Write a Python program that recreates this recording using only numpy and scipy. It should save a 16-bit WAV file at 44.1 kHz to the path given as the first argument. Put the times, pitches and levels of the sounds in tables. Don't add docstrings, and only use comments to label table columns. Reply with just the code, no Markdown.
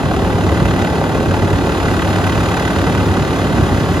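import sys
import numpy as np
from scipy import signal
from scipy.fft import rfft, irfft
from scipy.io import wavfile
from scipy.ndimage import uniform_filter1d

SR = 44100
rng = np.random.default_rng(int(sys.argv[2]) if len(sys.argv) > 2 else 0)


def transcribe(signal):
    frames = np.atleast_2d(signal).T
    limited = np.clip(frames, -1, 1)
    pcm = np.round(limited * 32767).astype(np.int16)
    wavfile.write(sys.argv[1], SR, pcm)


N = 176400
TIME_S = np.arange(N) / SR
BIN_HZ = np.arange(N // 2 + 1) * SR / N
SIDES = np.array([[1], [-1]])

# (strength [dB], delay through the exhaust ring [ms])
CYLINDERS = [(-0.5, 0.11), (-0.5, 1.295), (-1.5, 2.24), (-8.5, 0.81), (1.5, 2.604), (-1, 0.43), (1.5, 1.76),
             (-8.5, 0.18), (-8, 1.15)]
# (time [s], rate [Hz])
BLADE_RATE_HZ = [(0, 36.75), (.8, 36.75), (1.15, 36.25), (1.6, 36.9), (2.2, 36.3), (2.85, 36.9),
                 (3.3, 36.35), (3.55, 36.5), (3.75, 35.6), (4, 36.4)]
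# (frequency [Hz], density [dB])
CHOP_SPECTRUM = [(500, -71), (900, -56.5), (1300, -58.5), (1700, -61.5), (2000, -62.5), (2700, -66),
                 (3400, -69), (4200, -74), (4700, -78.5), (7000, -80.5), (8500, -86.5), (10700, -84.5),
                 (12000, -88.5), (13000, -104)]


def undb(db):
    return 10 ** (np.asarray(db) / 20)


def unit_rms(x):
    return x / np.sqrt(np.mean(x ** 2))


def over_time(rows):
    return np.interp(TIME_S, *np.array(rows).T)


def over_hz(rows):
    hz, value = np.array(rows).T
    return np.interp(np.log(BIN_HZ + 1), np.log(hz), value)


def colour(x, spectrum):
    return irfft(rfft(x) * undb(over_hz(spectrum)) * np.sqrt(SR / 2), N)


def walk(rate_hz):
    hold = max(int(SR / rate_hz), 1)
    steps = np.repeat(rng.standard_normal(N // hold + 1), hold)
    return unit_rms(uniform_filter1d(uniform_filter1d(steps, hold), hold)[:N])


def swell(peak_s, rise_s, decay_s):
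    age_s = TIME_S - peak_s
    return np.exp(-(np.minimum(age_s, 0) / rise_s) ** 2 - np.maximum(age_s, 0) / decay_s)


def harmonics(cycles, rows, waver_hz, waver_db=.3):
    out = np.zeros(N)
    for order, db in rows:
        peak = np.sqrt(2) * undb(db + waver_db * walk(waver_hz))
        out += peak * np.sin(2 * np.pi * (order * cycles + rng.random()))
    return out


def rumble():
    # (frequency [Hz], density [dB])
    spectrum = [(15, -72), (30, -59), (45, -55), (60, -46.5), (76, -42), (110, -46), (130, -46),
                (155, -47.5), (185, -46.5), (230, -47.5), (330, -53.5), (600, -58.5), (1500, -112),
                (4000, -120)]
    # (time [s], gain [dB])
    surge_db = [(0, 2.5), (.3, 1.5), (.45, 4), (.65, 4), (.92, 2), (1.2, 3), (1.32, 2), (1.56, 0),
                (1.68, -0.5), (1.85, 3.5), (2.1, -1), (2.42, 2), (2.62, -1.5), (2.85, 3.5), (3.2, 2.5),
                (3.32, -3), (3.52, 4), (3.6, 8.5), (3.69, 2), (3.82, 3), (4, 0)]
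    return colour(rng.standard_normal(N), spectrum) * undb(over_time(surge_db))


def wash(flicker_db=.45):
    # (frequency [Hz], density [dB])
    spectrum = [(20, -90), (200, -51.5), (500, -52.5), (800, -55.5), (1300, -59.5), (1800, -64),
                (2700, -67.5), (4100, -71), (4700, -74.5), (5500, -74), (6400, -77.5), (7800, -78),
                (8400, -82.5), (9500, -81), (10700, -80), (12000, -84.5), (12700, -89.5), (15500, -91.5)]
    # (time [s], gain [dB])
    gain_db = [(0, -1.5), (.8, 0), (1.3, -1), (1.9, 1.5), (2.7, 1.6), (3.3, 0.4), (4, 1.5)]
    return colour(rng.standard_normal(N), spectrum) * undb(over_time(gain_db) + flicker_db * walk(70))


def blade_tones():
    # (multiple of blade rate, level [dB])
    tones = [(2, -33), (3, -33.5), (4, -29.5), (5, -32.5), (6, -33), (8, -39)]
    passes = np.cumsum(over_time(BLADE_RATE_HZ)) / SR
    return harmonics(passes, tones, waver_hz=3.7)


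def blade_gate(lag_s, decay_s, attack_s=.0052, first_pass_s=-.0027, scatter_db=.9):
    rate_hz = over_time(BLADE_RATE_HZ)
    passes = np.cumsum(rate_hz) / SR - (first_pass_s + lag_s) * rate_hz[0] + 2
    strength = undb(scatter_db * rng.standard_normal(N // 500))
    blade = passes.astype(int)
    age_s = passes % 1 / rate_hz
    pulse = lambda s: (1 - np.exp(-(s / attack_s) ** 2)) * np.exp(-s / decay_s)
    previous_tail = strength[blade - 1] * pulse(age_s + 1 / rate_hz)
    return unit_rms(strength[blade] * pulse(age_s) + previous_tail)


def propeller(grit_db=1.1):
    # (time [s], gain [dB])
    chop_db = [(0, -2), (.3, -2), (.62, -1), (.82, 1), (1.05, -4), (1.4, -0.5), (1.65, -1), (1.9, 0.7),
               (2.2, 1.5), (2.55, 2.5), (2.8, 0.5), (3.05, -1), (3.35, 0.5), (3.7, -2), (4, -3.5)]
    thud_db = [(0, 2.5), (.45, 2.5), (.7, -0.5), (1, 2.5), (1.5, 2), (1.85, .5), (2.05, -5.5), (2.4, -3),
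               (2.9, -2.5), (3.2, -2.5), (3.6, -2), (4, -1.5)]
    # (time [s], lag behind the chop [s])
    thud_lag_s = [(0, 0.0015), (1.8, 0.0052), (2.3, 0.012), (3.3, 0.0075), (3.7, 0.0036), (4, 0.0026)]
    # (frequency [Hz], density [dB])
    thud_spectrum = [(60, -57), (200, -68.5), (400, -48.5), (560, -54), (780, -55), (1100, -61.5),
                     (2000, -89), (4500, -93), (9000, -120)]
    grit = unit_rms(rng.standard_normal(N) * undb(grit_db * walk(900)))
    chop = colour(grit * blade_gate(lag_s=0, decay_s=.0072), CHOP_SPECTRUM)
    puffs = rng.standard_normal(N) * blade_gate(over_time(thud_lag_s), decay_s=.012)
    thud = colour(puffs, thud_spectrum)
    return chop * undb(over_time(chop_db)) + thud * undb(over_time(thud_db))


def barks():
    # (time [s], body [dB], crack [dB])
    pops = [(.117, -16.5, -27), (.19, -20, -33), (.523, -24, -25), (.657, -19, -22), (.849, -17.5, -23),
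            (1.016, -13.5, -33), (1.042, -16.5, -24), (1.153, -16, -24), (1.344, -17, -24),
            (1.856, -19.5, -22), (2.161, -19, -18.5), (2.198, -14, -31), (2.458, -29, -18.5),
            (2.611, -19, -31), (2.87, -15.5, -18.5), (3.155, -14.5, -32)]
    # (frequency [Hz], relative density [dB])
    body_spectrum = [(200, -40), (450, -12), (560, 1.5), (660, -4.5), (800, -4), (1100, -9.5), (1600, -27),
                     (4000, -60)]
    body = unit_rms(colour(rng.standard_normal(N), body_spectrum))
    crack = unit_rms(colour(rng.standard_normal(N), CHOP_SPECTRUM))
    return sum(swell(at_s, rise_s=.0023, decay_s=.006) * (undb(body_db) * body + undb(crack_db) * crack)
               for at_s, body_db, crack_db in pops)


def chugs():
    # (time [s], peak [dB], pitch [Hz])
    firings = [(.059, -7.5, 129), (0.351, -8.5, 112), (0.624, -3, 110), (0.7, -8.5, 150), (1.283, -8, 99),
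               (1.439, -9, 124), (1.533, -6.5, 109), (1.851, -6.5, 72), (2.378, -9, 130), (3.22, -7, 128),
               (3.302, -8, 130), (3.598, -11, 122), (3.63, -7, 144), (3.722, -10, 129), (3.785, -9, 90),
               (3.819, -7.5, 129)]
    out = np.zeros(N)
    for at_s, db, hz in firings:
        pipe = np.cos(2 * np.pi * hz * (TIME_S - at_s))
        out -= undb(db) * swell(at_s, rise_s=.005, decay_s=.0054) * pipe
    return out


def drone(cycles, trim_db=-1.5):
    # (multiple of cycle rate, relative level [dB])
    tones = [(7, -34), (14, -33), (16, -25), (17, -35), (20, -37), (24, -35), (25, -33), (28, -35),
             (30, -32.5), (33, -34), (35, -33), (38, -37)]
    return undb(trim_db) * harmonics(cycles, tones, waver_hz=3.16)


def airframe_echoes(x, decay_s=.021, above_hz=120, echo_db=2):
    spray = rng.standard_normal(N) * np.exp(-TIME_S / decay_s)
    echoes = undb(echo_db) * rfft(spray / np.linalg.norm(spray))
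    ratio = (BIN_HZ / above_hz) ** 6
    high_pass = np.sqrt(ratio / (1 + ratio))
    return irfft(rfft(x) * (1 + echoes * high_pass), N)


def exhaust(cycles, jitter_ms=.28, scatter_db=3):
    # (frequency [Hz], relative gain [dB])
    pipe_response = [(25, -34), (42, -27), (60, 23), (80, -11), (98, 3), (125, -21), (165, 0), (210, -10.5),
                     (290, 7.5), (380, -1.5), (480, -4.5), (800, -11.5), (1500, -18), (4000, -31.5),
                     (12000, -70)]
    firings = cycles * len(CYLINDERS)
    index = np.arange(np.ceil(firings[0]), firings[-1]).astype(int)
    strength_db, delay_ms = np.array(CYLINDERS)[index % len(CYLINDERS)].T
    jitter, scatter = rng.standard_normal((N // 200, 2))[:len(index)].T
    offset_ms = delay_ms - delay_ms.mean() + jitter_ms * jitter
    at_sample = np.interp(index, firings, np.arange(N)) + offset_ms * SR / 1000
    pulses = np.bincount(at_sample.astype(int) % N, undb(strength_db + scatter_db * scatter), N)
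    return unit_rms(colour(airframe_echoes(pulses - pulses.mean()), pipe_response))


def engines(speed_wander=.0009, exhaust_trim_db=-1.95):
    # (crank speed [rpm], relative exhaust level [dB], start phase [cycles])
    radials = [(1302, -24, 0.0), (1285.4, -27, 0.076), (1174, -27, 0.4), (1464, -27.5, 0.7)]
    hums_db = [-26, -30, -33, -35]
    # (time [s], gain [dB])
    exhaust_gain_db = [(0, -4.5), (.25, -1), (.5, -0.5), (.7, 1), (1.1, .5), (1.5, -1), (1.68, 1.5),
                       (1.9, 0), (2.4, -0.5), (2.6, -0.5), (2.9, -.5), (3.5, 1.5), (4, -1)]
    hum_gain_db = [(0, 3), (.55, 0), (.92, -5), (1.15, -3), (1.32, 1.5), (1.56, 3), (1.68, 1.5), (2.05, -1),
                   (2.45, 4.5), (2.62, -12), (2.8, 0), (3.1, 1.5), (3.4, -2), (3.8, -0.5), (4, -1)]
    crank_hz = [rpm / 60 * (1 + speed_wander * walk(5)) for rpm, _, _ in radials]
    engine_cycles = np.cumsum(crank_hz, axis=1) / SR / 2
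    out = drone(engine_cycles[0]) + chugs()
    for cycles, (_, exhaust_db, start), hum_db in zip(engine_cycles, radials, hums_db):
        out += undb(exhaust_db + exhaust_trim_db + over_time(exhaust_gain_db)) * exhaust(cycles + start)
        hum = unit_rms(np.cos(2 * np.pi * len(CYLINDERS) * (cycles + start)))
        out += undb(hum_db + over_time(hum_gain_db)) * hum
    return out


def scene(diffuse_s=.03):
    # (frequency [Hz], unshared power [fraction])
    unshared = [(100, .075), (600, .11), (1500, .1), (3000, .14), (4500, .3), (8000, .18), (15000, .18)]
    motors = engines() + blade_tones()
    direct = rfft(motors + propeller() + wash() + rumble() + barks())
    spray = rng.standard_normal(N) * np.exp(-TIME_S / diffuse_s)
    smear = np.exp(1j * np.angle(rfft(spray)))
    diffuse = rfft(motors) * smear + rfft(propeller() + wash() + rumble())
    side_share = over_hz(unshared) / 2
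    return irfft(direct * np.sqrt(1 - side_share) + SIDES * diffuse * np.sqrt(side_share), N)


def record(dry, low_cut_hz=33, top_hz=15800):
    # (centre [Hz], width [Hz], gain [dB])
    peaks_and_dips = [(478, 28, -2.5), (545, 33, 1), (606, 35, -2), (755, 36, 1), (850, 122, 1.5),
                      (1002, 61, -2.7), (1526, 107, 3.5), (1770, 90, 0), (2012, 70, 5.5), (2350, 36, 3),
                      (4120, 49, -5.5), (4170, 100, 3), (4500, 180, -2.5), (4880, 120, 2), (5510, 93, -8),
                      (6350, 134, 7), (6514, 120, -9), (6710, 140, 3.5), (8470, 285, -18.5)]
    mid_dip = (2230, 169, -8.5)
    # (frequency [Hz], left minus right [dB])
    balance_db = [(100, -1.3), (330, -1.7), (500, 1), (650, -1), (820, 1.5), (1020, -2), (1260, 4),
                  (1450, -1), (1620, 1), (1900, -3), (2280, -7), (3200, 0), (4300, 6), (5500, 1),
                  (7000, -1), (9000, 0)]
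    # (frequency [Hz], left lead [rad])
    lead_rad = [(100, -.15), (430, .15), (750, -.15), (1100, -.5), (1650, -1.6), (2150, -1.2), (2300, .5),
                (3000, 1.2), (4400, .7), (5300, -1.2), (6000, -1.7), (7000, -.6), (8200, -2.8),
                (9000, -2.2), (10500, -.5), (11700, -.7), (12700, -2.6), (14200, -2.6), (15500, -.8)]
    ports = undb(SIDES * over_hz(balance_db) / 2) * np.exp(1j * SIDES * over_hz(lead_rad) / 2)
    tone_db = sum(db * np.exp(-((BIN_HZ - centre_hz) / width_hz) ** 2)
                  for centre_hz, width_hz, db in [mid_dip, *peaks_and_dips])
    heard = irfft(rfft(dry) * ports * undb(tone_db), N)
    heard = signal.sosfilt(signal.butter(4, low_cut_hz, "high", fs=SR, output="sos"), heard)
    return signal.sosfilt(signal.ellip(8, .2, 70, top_hz, fs=SR, output="sos"), heard)


dry = scene()
out = record(dry)
transcribe(out)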